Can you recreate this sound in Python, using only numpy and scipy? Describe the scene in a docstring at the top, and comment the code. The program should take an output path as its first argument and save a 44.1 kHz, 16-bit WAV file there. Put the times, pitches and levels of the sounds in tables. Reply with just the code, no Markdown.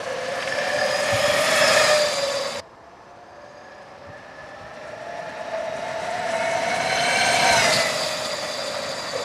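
"""Tyre hum and motor whine draw near: an electric dirt bike passes twice on a quiet street,
with a jump from the first pass to the second approach. Knobs slap the asphalt, grit hisses,
belt and chain teeth mesh and ring the frame; on coasting, the freewheel pawls buzz.
Tyre, drive and motor pitches follow one speed curve; the main levels follow the bike's position.
A little wind bumps the microphone."""
import sys
import numpy as np
from scipy import signal
from scipy.fft import rfft, irfft, next_fast_len
from scipy.io import wavfile
from scipy.ndimage import uniform_filter1d, map_coordinates

SR = 44100
rng = np.random.default_rng(int(sys.argv[2]) if len(sys.argv) > 2 else 0)


def write(x):
    x = np.atleast_2d(x).T
    wavfile.write(sys.argv[1], SR, np.round(np.clip(x, -1, 1) * 32767).astype(np.int16))


N = 407484
JUMP_S = 2.605
KNOBS_PER_PULLEY_TURN, WHINE_MULTIPLE = 18, 9

# Tyre knob rate, Doppler included. 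Each row: time in seconds, rate in Hz.
KNOB_RATE = [(0, 496.7), (.4, 527.2), (1.6, 585.8), (1.8, 563.5), (2.2, 529.8), (2.6, 505), (2.61, 485),
             (3, 514), (4, 560), (4.5, 584.7), (5, 625.6), (6.5, 668.8), (7.3, 704.7), (7.53, 690.6),
             (7.7, 626.6), (7.82, 600.3), (8, 574.2), (9.24, 528.7)]
# Rider's throttle. Each row: time in seconds, opening 0-1.
THROTTLE = [(0, 0.89), (1.6, 0.5), (1.85, 0.22), (2.15, 0.11), (2.6, 0.13), (2.61, 0.59), (7.4, 1),
            (7.72, 0.32), (7.95, 0.15), (9.24, 0)]
# The passes. Each row: time abreast in seconds, speed in m/s, closest distance in m, gain in dB,
# change in dB per m gone past, position of the brightest hiss in m past the microphone.
PASSES = [(1.76, 11, 3.6, 0.64, -0.18, -4.5), (7.63, 13.08, 3.1, 0.4, 0.1038, 6.5)]
# How sources carry. Each: gain abreast in dB, loss in dB per doubling of distance,
# loss in dB per m still to come, change in dB from behind.
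HUM_REACH = (-22, 0, 0.58, -14.5)
MESH_REACH = (-24, 3.5, 0.5, -19)
WHINE_REACH = (-36.5, 10.5, 0.1, -11)
MOTOR_REACH = (-30, 2, 1.2, -15)
FREEWHEEL_REACH = (-22, 4, 0.3, -8)
WHIRR_REACH = (-25.5, 6.5, 0.24, -6)
ROAR_REACH = (-27, 0.75, 0.42, -7.5)
HISS_REACH = (-31.5, 5.5, 0.5, -11.5)
RUMBLE_REACH = (-32, 0.83, 0.34, -7)

# Tone families. Each row: knob-rate multiple, relative level in dB, width in Hz, coasting change in dB.
TREAD_LINES = [(.92, -14, 10, -6), (.96, -7.5, 8.8, -2.5), (1.0, -3.5, 7.8, -4), (1.02, -11, 8.5, 8),
               (1.04, -8.5, 6.1, 4.5), (1.07, -10, 11.6, 2.5), (1.095, -7.5, 8.3, 9.5), (1.13, -22, 53, 9)]
MESH_LINES = [(1.95, -10, 32, -5), (2.1, -2.5, 31, -2.5), (2.19, -1, 14.3, -4), (2.36, -8, 94, 12.5),
              (2.75, -10, 90, -2.5), (2.97, -6, 23, -12), (3.12, -5, 28, -11.5), (3.22, -6, 50, -5.5),
              (3.31, -6.5, 32, -1), (3.85, -9.5, 78, 5.5), (4.35, -9, 110, 11)]
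MOTOR_LINES = [(4.4, -11.5, 50, -12), (5.7, -5, 30, -7), (6, -4.5, 43, -8.5), (6.7, -9, 29, -11),
               (7.7, -15.5, 130, 5), (12, -13.5, 97, -7)]
# Tones at speed under load. Each row: knob-rate multiple, level in dB re main whine, width in Hz.
STRAIN_LINES = [(2.22, 4, 22.6), (3.9, -4, 29.6), (4.42, -3, 33), (6, -2, 43), (12, -11, 91)]
# Radiation of frame and motor case. Each row: frequency in Hz, gain in dB.
FRAME_RESPONSE = [(900, 7), (1250, -1.5), (1480, -7.5), (1620, 4.5), (1745, 12), (1880, 3.5), (2080, -2.5),
                  (2300, 4.5), (2700, -4), (3400, -6.5), (3850, -9.5), (4180, 2), (4550, -19), (4900, 1.5),
                  (5650, 5), (6400, 2.5), (9000, -10)]
# Metal resonances. Each row: frequency in Hz, width in Hz, relative gain in dB.
FRAME_MODES = [(1732, 180, 3.5), (2360, 110, -13), (3050, 140, -21), (4160, 140, -24), (5280, 180, -18),
               (5880, 160, -28)]
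FREEWHEEL_MODES = [(3537, 63, -1.5), (3910, 140, -3.5), (4565, 92, -1), (4815, 48, 4), (5280, 93, -7.5),
                   (6320, 150, -10.5), (7020, 140, -6), (7780, 150, -13), (9000, 96, -14),
                   (11500, 280.2, -28)]
# Noise colours. Each row: frequency in Hz, relative density in dB.
WHIRR_SPECTRUM = [(1500, -30), (2100, 6), (2400, -0.5), (2700, 2), (2930, 0), (3400, -1), (4100, -1.5),
                  (4450, -1.5), (5200, -4.5), (5650, -3), (7200, -21), (8600, -36), (12000, -29),
                  (15000, -60)]
ROAR_SPECTRUM = [(40, -60), (330, -25.5), (480, -1.5), (620, 7.5), (800, -1), (1000, 1), (1350, -1.5),
                 (1500, -3.5), (1650, -3), (1920, -2.5), (2100, -7.5), (2500, -8), (3200, -22), (5000, -52),
                 (15000, -70)]
HISS_SPECTRUM = [(4000, -16), (6500, 0.5), (8000, -2), (10000, -1.5), (12000, -8.5), (14000, -16.5),
                 (15500, -37)]
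RUMBLE_SPECTRUM = [(25, -46), (50, -24), (80, -11), (120, -3.5), (260, -2), (350, -10), (500, 0), (800, -6),
                   (1500, -50)]
STREET_SPECTRUM = [(25, -27), (60, -8.5), (110, -5.5), (250, -11.5), (350, -3), (600, -10), (850, -2.5),
                   (1020, -4), (1400, -10.5), (2100, -31), (2450, -27), (3200, -31), (5600, -33),
                   (6050, -30), (6500, -34), (12000, -48), (15000, -70)]

# Swells and dips of hum, chain load and whine. Each row: centre in seconds, gain in dB, sigma in seconds.
HUM_SWELLS = [(.72, -2.5, 0.066), (.84, 5, 0.011), (1.97, -6, 0.13), (2.3, 2.5, 0.13), (4.4, -0.5, 0.26),
              (5.45, 3.5, 0.33), (6.4, 5, 0.39), (7.48, 4, .04), (8.62, 1, 0.12), (9.05, -15, 0.057)]
LOAD_SWELLS = [(.15, -3.5, 0.28), (.66, -5, 0.17), (1.3, -0.5, 0.066), (3.97, -19, 0.034), (4.4, -1, .17),
               (5.27, 2.5, 0.05), (6.45, 3.5, 0.13), (6.6, -1.5, 0.032), (7.0, 2.5, 0.11),
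               (7.38, -2.5, 0.041), (7.7, -2.5, 0.045)]
WHINE_FLARES = [(.45, 5, 0.11), (.82, 5, 0.02), (.93, 6, 0.037), (1.23, 8, 0.027), (1.5, 6, .03),
                (1.68, 12, 0.05), (2.2, 16, 0.037), (3.5, 4, 0.15), (7.42, -3, 0.08)]
# A tyre sings on smooth asphalt; a gear note bites.
# Each row: centre in seconds, peak in dB, sigma in seconds, knob-rate multiple, width in Hz.
TYRE_NOTES = [(.3, -35.5, 0.14, 1.075, 4), (.76, -28, 0.069, 1.085, 9), (1.98, -21, 0.089, 1.095, 5.3),
              (2.21, -24.5, 0.046, 1.06, 6.8), (2.35, -27, 0.068, 1.075, 6.6), (3.5, -49, 0.26, 1.1, 3),
              (4.08, -47, 0.14, 1.015, 3.2), (4.65, -44, 0.1, 1.11, 3), (5.2, -38, 0.12, 1.1, 5.2),
              (5.65, -31.5, 0.16, 1.02, 6.65), (7.2, -30.5, 0.17, 1.0, 7.7), (8.65, -37, 0.22, 1.0, 15)]
GEAR_NOTES = [(.55, -43, 0.14, 10, 50), (.65, -42, 0.24, 4.35, 28), (.8, -51, 0.38, 5.7, 39),
              (1.1, -48, 0.33, 11.85, 54), (1.25, -39, .15, 4.1, 32), (1.25, -50, 0.11, 4.3, 30),
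              (1.25, -43, 0.16, 4.9, 40), (1.25, -41, .13, 5.35, 30), (1.28, -41, 0.071, 5.85, 25),
              (1.3, -34, .17, 3.25, 33), (1.62, -35, 0.041, 4.52, 30), (1.85, -27, 0.056, 2.2, 22),
              (2.25, -55, 0.15, 6.8, 27), (2.33, -41, 0.2, 2.14, 16), (2.37, -42, 0.1, 10.1, 35),
              (3.05, -71, 0.17, 11.75, 49), (3.55, -67, .18, 11.95, 54), (3.5, -66, .17, 9.05, 60),
              (3.65, -53.5, 0.26, 3.1, 30), (4.45, -48, .22, 2.98, 20), (5.3, -48, 0.091, 2.72, 20),
              (4.5, -70, .3, 9, 56), (4.55, -66, .09, 6, 30), (4.7, -52, .3, 2.2, 18.5),
              (4.85, -67, .11, 6.78, 25), (4.9, -59, .09, 3.92, 22), (5.0, -68, .17, 8.85, 55),
              (5.3, -59, 0.08, 6.55, 25.7), (5.75, -54.5, 0.28, 5.9, 60), (6.05, -45, 0.058, 2.24, 14.7),
              (6.4, -55, .12, 14.8, 220), (6.45, -35.5, 0.077, 3.31, 27), (6.78, -32.5, .06, 3.25, 23),
              (7.15, -52, 0.37, 14.8, 200), (7.2, -38, 0.22, 3.9, 27.8), (7.2, -38.5, 0.21, 4.42, 28),
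              (7.25, -44, 0.21, 6, 69), (7.05, -49, 0.24, 7.7, 50), (6.4, -52, 0.11, 12, 60),
              (7.2, -38.5, .2, 11.95, 51), (7.3, -30, 0.18, 3.3, 29.4), (7.49, -33, 0.061, 3.34, 23),
              (7.56, -28, 0.066, 2.24, 11)]
# Frame ringing; belt note before its coasting loss. Each row: time in seconds, level in dB.
RING_LEVEL = [(0, -44), (.45, -39), (.55, -32.5), (.83, -34), (.95, -37), (1.3, -44), (1.65, -27.5),
              (1.9, -28.5), (2.15, -48), (2.6, -58), (2.61, -59), (3.15, -62), (3.4, -58), (3.8, -54),
              (3.95, -67), (4.15, -49.5), (4.6, -53), (4.9, -48.5), (5.28, -45), (5.7, -46), (6.4, -38),
              (7.4, -37), (7.9, -57.5)]
BELT_LEVEL = [(0, -41.5), (.82, -31.5), (1.25, -33.5), (1.45, -37), (1.8, -25.5), (2.6, -48), (4.1, -51),
              (6.5, -34.5), (7.25, -38.5), (7.5, -26.5), (7.6, -25), (8.1, -47), (9.24, -62)]
# Chain hits on the guide. 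Each row: start in seconds, level in dB, share that rings the frame 0-1.
CHAIN_SLAPS = [(.402, -29, 0.1), (0.424, -25, 0), (.474, -24.5, 0.2), (0.522, -22, 0.8), (.551, -25, 0.6),
               (0.585, -21.5, 0.8), (.612, -27, 0.9), (.641, -25, 0.8), (0.671, -24, 1), (0.701, -21, 1),
               (0.733, -29, 1), (0.788, -21.5, 1), (.814, -23, 1)]
# Slack chain singing in its guide. Each row: time in seconds, pitch in Hz, level in dB.
CHAIN_NOTE = [(7.55, 2100, -80), (7.64, 2040, -33), (7.72, 2050, -26), (7.8, 2018, -30),
              (7.89, 1980, -27.5), (7.97, 1967, -42), (8.5, 1955, -44.5), (9.24, 1920, -47)]
# Noise bursts of wind, chain and road. Each row: centre in seconds, peak in dB, sigma in seconds.
WIND_PUFFS = [(1.14, -34, 0.02), (1.22, -43, 0.047), (1.307, -42, 0.034), (2.419, -60, 0.019),
              (2.591, -45, 0.024), (4.096, -44, 0.016), (4.43, -55, 0.021), (4.641, -48, 0.041),
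              (7.547, -40.5, 0.12), (7.759, -40.5, 0.051)]
CHAIN_SCRAPES = [(7.735, -22.5, 0.021), (7.81, -25, 0.02), (8.04, -28, 0.039), (8.26, -35, 0.015)]
ROUGH_PATCH = [(9.16, -29.5, 0.014), (9.21, -30.5, 0.024)]


def from_db(db):
    return 10 ** (np.asarray(db) / 20)


def unit_rms(x):
    return x / np.sqrt(np.mean(np.abs(x) ** 2) + 1e-20)


def curves(rows):
    """Each column after the time, interpolated per sample."""
    times_s, *columns = np.transpose(rows)
    return [np.interp(np.arange(N) / SR, times_s, column) for column in columns]


def db_at(spectrum, hz):
    """A spectrum read on a log-frequency axis."""
    known_hz, db = np.transpose(spectrum)
    return np.interp(np.log(hz), np.log(known_hz), db)


def bumps(rows):
    """Sum of Gaussian bells."""
    t = np.arange(N) / SR
    bells = sum(height * np.exp(-0.5 * ((t[::20] - s) / sigma_s) ** 2) for s, height, sigma_s in rows)
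    return np.interp(t, t[::20], bells)


def swells(rows):
    """Linear gain from bells with peaks in dB."""
    return bumps([(s, from_db(db), sigma_s) for s, db, sigma_s in rows])


def drift(rate_hz, size=N):
    """Slow random wander of rms about 1, drawn every 20th sample."""
    pole = np.exp(-40 * np.pi * rate_hz / SR)
    white = rng.standard_normal(size // 20 + 4002)
    slow = unit_rms(signal.lfilter([1], [1, -2 * pole, pole * pole], white)[4000:]).astype("f4")
    ramp = np.arange(20, dtype="f4") / 20
    return (slow[:-1, None] + np.diff(slow)[:, None] * ramp).ravel()[:size]


def noise(spectrum):
    """Coloured noise, rms 1."""
    size = next_fast_len(N)
    hz = np.maximum(np.fft.rfftfreq(size, 1 / SR), 1)
    shaped = rfft(rng.standard_normal(size)) * from_db(db_at(spectrum, hz))
    return unit_rms(irfft(shaped, size)[:N])


def gritty(spectrum, grit_db):
    """Noise fluttering with road grain and chain shake."""
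    return unit_rms(noise(spectrum) * from_db(grit_db * drift(24)))


def resonate(x, hz, width_hz):
    """One resonance, peak gain 1."""
    r = np.exp(-np.pi * width_hz / SR)
    feedback = [1, -2 * r * np.cos(2 * np.pi * hz / SR), r * r]
    return signal.lfilter(np.array([1, 0, -1]) * (1 - r * r) / 2, feedback, x)


def line(phase, width_hz, steady):
    """A tone of rms 1: a steady part plus scatter from uneven teeth and many paths."""
    in_phase = steady + drift(width_hz, len(phase))
    quadrature = drift(width_hz, len(phase))
    return (in_phase * np.cos(phase) + quadrature * np.sin(phase)) / np.sqrt(1 + steady ** 2 / 2)


def lines(rows, phase, knob_hz, coasting, steady, response=((20, 0), (20000, 0))):
    """Wheel-locked tones coloured by what radiates them; total power 1."""
    tones, power = 0, 0
    for multiple, db, width_hz, coast_db in rows:
        level_db = db + coast_db * coasting[::20] + db_at(response, multiple * knob_hz[::20])
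        gain = np.repeat(from_db(level_db), 20)[:N]
        tones += gain * line(multiple * phase, width_hz, steady)
        power += gain ** 2
    return tones / np.sqrt(power)


def notes(rows, phase, steady):
    """Wheel-locked tones, one Gaussian swell each."""
    out = np.zeros(N)
    for (s, db, sigma_s, multiple, width_hz), turn in zip(rows, rng.random(len(rows))):
        at = np.arange(max(int((s - 0.8) * SR), 0), min(int((s + 0.8) * SR), N))
        swell = from_db(db) * np.exp(-0.5 * ((at / SR - s) / sigma_s) ** 2)
        out[at] += swell * line(multiple * phase[at] + 2 * np.pi * turn, width_hz, steady)
    return out


def ride(bright_span_m=1.8, near_m=6.17):
    """Two straight passes: gain for a reach, speed away, side-on share and hiss brightness."""
    t = np.arange(N) / SR
    current_pass = np.array(PASSES)[(t >= JUMP_S).astype(int)]
    abreast_s, speed_m_s, closest_m, base_db, db_per_m, brightest_m = current_pass.T
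    past_m = speed_m_s * (t - abreast_s)
    receding = past_m / np.hypot(past_m, closest_m)
    pass_db = base_db + db_per_m * np.maximum(past_m, 0)
    doublings = np.log2(np.hypot(past_m, near_m) / near_m)
    to_come_m = np.maximum(-past_m, 0)
    behind = np.maximum(receding, 0) ** 2.08
    side_on = (1 - receding ** 2) ** 2
    brightness = (bright_span_m / np.hypot(past_m - brightest_m, bright_span_m)) ** 0.47

    def gain(reach):
        """One source's gain, eased across the jump."""
        db, doubling_db, metre_db, behind_db = reach
        level_db = pass_db + db - doubling_db * doublings - metre_db * to_come_m + behind_db * behind
        return from_db(uniform_filter1d(level_db, size=440))
    return gain, speed_m_s * receding, side_on, np.clip(brightness, 0.25, 1)


def tyre_hum(phase, knob_hz, coasting):
    """Uneven knobs slap the asphalt; coasting roughens the hum and adds the rear tyre's near-octave."""
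    swell = from_db(bumps(HUM_SWELLS) + 1.23 * drift(4.2))
    hum = lines(TREAD_LINES, phase, knob_hz, coasting, steady=1.08 * (1 - 1.18 * coasting))
    local_power = np.abs(uniform_filter1d(hum ** 2, size=3500)) + 1e-6
    hum = unit_rms(hum / local_power ** 0.38)  # evens out slow beats
    flutter = 1 + 0.12 * coasting * drift(27)
    overtone = coasting * from_db(-14) * line(2.17 * phase, width_hz=19, steady=0.94)
    return swell * (hum * flutter + overtone)


def throb(phase, depth=0.039):
    """Chain tension swings once per pulley turn."""
    return 1 + depth * np.sin(phase / KNOBS_PER_PULLEY_TURN)


def tooth_mesh(phase, knob_hz, coasting):
    """Chain and belt teeth mesh and sound through the frame."""
    teeth = lines(MESH_LINES, phase, knob_hz, coasting, steady=0.67, response=FRAME_RESPONSE)
    return teeth * throb(phase)


def belt(phase, coasting, slack_db=-7):
    """The toothed belt sings one note, quieter when slack."""
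    db, = curves(BELT_LEVEL)
    return from_db(db + slack_db * coasting) * line(1.355 * phase, width_hz=25, steady=0.85)


def rotor_wobble(phase, knob_hz, bounce_hz=550, span_hz=20):
    """The springy belt swings the rotor phase per pulley turn, most at its bounce speed, and at random."""
    depth_rad = 0.19 + 0.18 / (1 + ((knob_hz - bounce_hz) / span_hz) ** 2)
    swing_rad = depth_rad * np.sin(phase / KNOBS_PER_PULLEY_TURN + drift(6.5))
    return phase + swing_rad + 0.29 * drift(13.6)


def whine_lift(knob_hz, coasting, case_hz=4940, top_speed_hz=705):
    """Whine gain: up at a motor case resonance, at top speed and in timed flares; down when coasting."""
    case_db = 10 / (1 + ((WHINE_MULTIPLE * knob_hz - case_hz) / 90) ** 2)
    top_db = 5 / (1 + ((knob_hz - top_speed_hz) / 25) ** 2)
    return from_db(case_db + top_db + bumps(WHINE_FLARES) - 4.3 * coasting)


def main_whine(phase, knob_hz, coasting, load, onset_hz=575, span_hz=60):
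    """The main motor line: wavering strands at low speed; under strain they fade and other tones sing."""
    strain = np.clip((knob_hz - onset_hz) / span_hz, 0, 1) * (1 - coasting)
    strands = line(8.8 * phase, width_hz=45, steady=0.4) + line(9.15 * phase, width_hz=50, steady=0.4)
    spread = 0.75 * (1 - 1.1 * strain)
    centre = line(WHINE_MULTIPLE * phase, width_hz=18.5, steady=0.22)
    core = (centre + spread * strands) / np.sqrt(1 + 2 * spread ** 2)
    singing = sum(from_db(db) * line(multiple * phase, width_hz, steady=0.5)
                  for multiple, db, width_hz in STRAIN_LINES)
    return core + load * strain * singing


def motor_overtones(phase, knob_hz, coasting, swell_db=0.9):
    """Thin motor tones, swelling and fading a little."""
    tones = lines(MOTOR_LINES, phase, knob_hz, coasting, steady=0.93, response=FRAME_RESPONSE)
    return tones * from_db(swell_db * drift(2.5))


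def frame_ring(phase):
    """The loaded chain rattles the frame's modes in step with its tension."""
    db, = curves(RING_LEVEL)
    rattle = rng.standard_normal(N) * throb(phase)
    modes = sum(from_db(mode_db) * resonate(resonate(rattle, hz, width_hz), hz, width_hz)
                for hz, width_hz, mode_db in FRAME_MODES)
    return from_db(db) * unit_rms(modes)


def tyre_roar(side_on, whoosh_db=2):
    """Tread noise on the road, louder side-on."""
    return from_db(whoosh_db * side_on) * gritty(ROAR_SPECTRUM, grit_db=1.35)


def tread_hiss(brightness, far_cut_hz=9000):
    """Grit and spray off the tread; air dulls it with distance."""
    bright = gritty(HISS_SPECTRUM, grit_db=1.9)
    lowpass = signal.butter(4, far_cut_hz, fs=SR, output="sos")
    dull = unit_rms(signal.sosfilt(lowpass, gritty(HISS_SPECTRUM, grit_db=2.5)))
    return dull * np.sqrt(1 - brightness ** 2) + bright * brightness


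def air_rumble(knob_hz, unity_hz=606):
    """Air rumble grows with speed."""
    return (knob_hz / unity_hz) ** 1.5 * noise(RUMBLE_SPECTRUM)


def chain_slaps(rise_s=0.0027, ring_hz=1750):
    """The slack chain hits its guide: dry rattles, then knocks that ring the frame."""
    t = np.arange(2600) / SR
    blow = t / rise_s * np.exp(1 - t / rise_s)
    rattle = noise([(900, -43), (1500, 1), (2100, 0), (2600, -1), (3300, -6), (4000, -15),
                    (9000, -34), (15000, -65)])
    out = np.zeros(N)
    for (s, db, share), turn in zip(CHAIN_SLAPS, rng.random(len(CHAIN_SLAPS))):
        at = int(s * SR) + np.arange(len(t))
        ring = np.sqrt(2) * np.sin(2 * np.pi * (ring_hz * t + turn))
        out[at] += from_db(db) * blow * (np.sqrt(share) * ring + np.sqrt(1 - share) * rattle[at])
    return out


def gust_thump(start_s=1.128, db=-24, hz=112, rise_s=0.0096):
    """The strongest gust shoves the microphone: one short low swing."""
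    t = np.maximum(np.arange(N) / SR - start_s, 0)
    return from_db(db) * t / rise_s * np.exp(1 - t / rise_s) * np.sin(2 * np.pi * hz * t)


def wind_puffs():
    """Short low puffs on the microphone."""
    spectrum = [(25, -56), (55, -14), (105, -8.5), (160, -12.5), (260, -16), (600, -55), (2000, -90)]
    return swells(WIND_PUFFS) * noise(spectrum)


def freewheel(phase, away_m_s, clicks_per_knob=0.9, cruise_m_s=12):
    """Pawls drop over ratchet teeth and ring the steel; the ring wavers and sinks by Doppler shift."""
    tooth = np.floor(clicks_per_knob * phase / (2 * np.pi) + 0.5 * drift(150))
    drops = np.diff(tooth, prepend=0) > 0
    steel = np.zeros(N)
    for hz, width_hz, db in FREEWHEEL_MODES:
        clicks = drops * rng.choice([-1, 1], N) * (1 + 0.32 * drift(34))
        steel += from_db(db) * resonate(clicks + 1e-18, hz, width_hz)
    doppler = 1 - (away_m_s - cruise_m_s) / 343
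    read_at = np.cumsum(doppler + 0.005 * drift(9)) % (N - 1)
    return unit_rms(map_coordinates(steel, [read_at], order=3))


def chain_note():
    """The slackening chain sings one falling note in its guide."""
    hz, db = curves(CHAIN_NOTE)
    return from_db(db) * line(2 * np.pi * np.cumsum(hz) / SR, width_hz=44, steady=0.96)


def chain_scrapes():
    """Bright chain rasps as the throttle closes."""
    spectrum = [(2500, -25), (3700, -7), (4450, 3), (4950, -2), (5600, -19), (7200, -13),
                (10000, -17), (15000, -43)]
    return swells(CHAIN_SCRAPES) * gritty(spectrum, grit_db=3)


def rough_patch(hz=517, width_hz=90):
    """The tyres growl briefly over rougher road."""
    band = resonate(rng.standard_normal(N), hz, width_hz)
    return swells(ROUGH_PATCH) * unit_rms(resonate(band, hz, width_hz))


def scene(street_db=-48.5):
    """Speed, throttle and position drive the running sounds; timed events and street noise add on."""
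    knob_hz, = curves(KNOB_RATE)
    throttle, = curves(THROTTLE)
    coasting = np.clip(1 - throttle / 0.97, 0, 1)
    load = from_db(bumps(LOAD_SWELLS))
    gain, away_m_s, side_on, brightness = ride()
    phase = 2 * np.pi * np.cumsum(knob_hz) / SR
    rotor_phase = rotor_wobble(phase, knob_hz)

    mix = gain(HUM_REACH) * tyre_hum(phase, knob_hz, coasting)
    mix += notes(TYRE_NOTES, phase, steady=3.1) + rough_patch()
    mix += gain(MESH_REACH) * load * tooth_mesh(phase, knob_hz, coasting)
    mix += notes(GEAR_NOTES, rotor_phase, steady=1)
    mix += chain_note() + chain_slaps() + chain_scrapes() + belt(phase, coasting)
    whine = main_whine(rotor_phase, knob_hz, coasting, load)
    mix += gain(WHINE_REACH) * whine_lift(knob_hz, coasting) * whine
    mix += gain(MOTOR_REACH) * (0.5 + throttle) * motor_overtones(rotor_phase, knob_hz, coasting)
    mix += gain(FREEWHEEL_REACH) * coasting ** 2 * freewheel(phase, away_m_s)
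    mix += gain(WHIRR_REACH) * from_db(-4.5 * coasting) * gritty(WHIRR_SPECTRUM, grit_db=1)
    mix += gain(ROAR_REACH) * tyre_roar(side_on)
    mix += gain(HISS_REACH) * tread_hiss(brightness)
    mix += gain(RUMBLE_REACH) * air_rumble(knob_hz)
    mix += gust_thump() + wind_puffs() + from_db(street_db) * noise(STREET_SPECTRUM)
    mix += frame_ring(phase)
    return mix[None]


def record(dry):
    """A 100-sample fade-in and a steep low-pass."""
    cutoff_hz = 15200
    fade_in = np.minimum(np.arange(N) / 100, 1)
    return signal.sosfilt(signal.ellip(10, 0.2, 80, cutoff_hz, fs=SR, output="sos"), dry * fade_in)


dry = scene()
out = record(dry)
write(out)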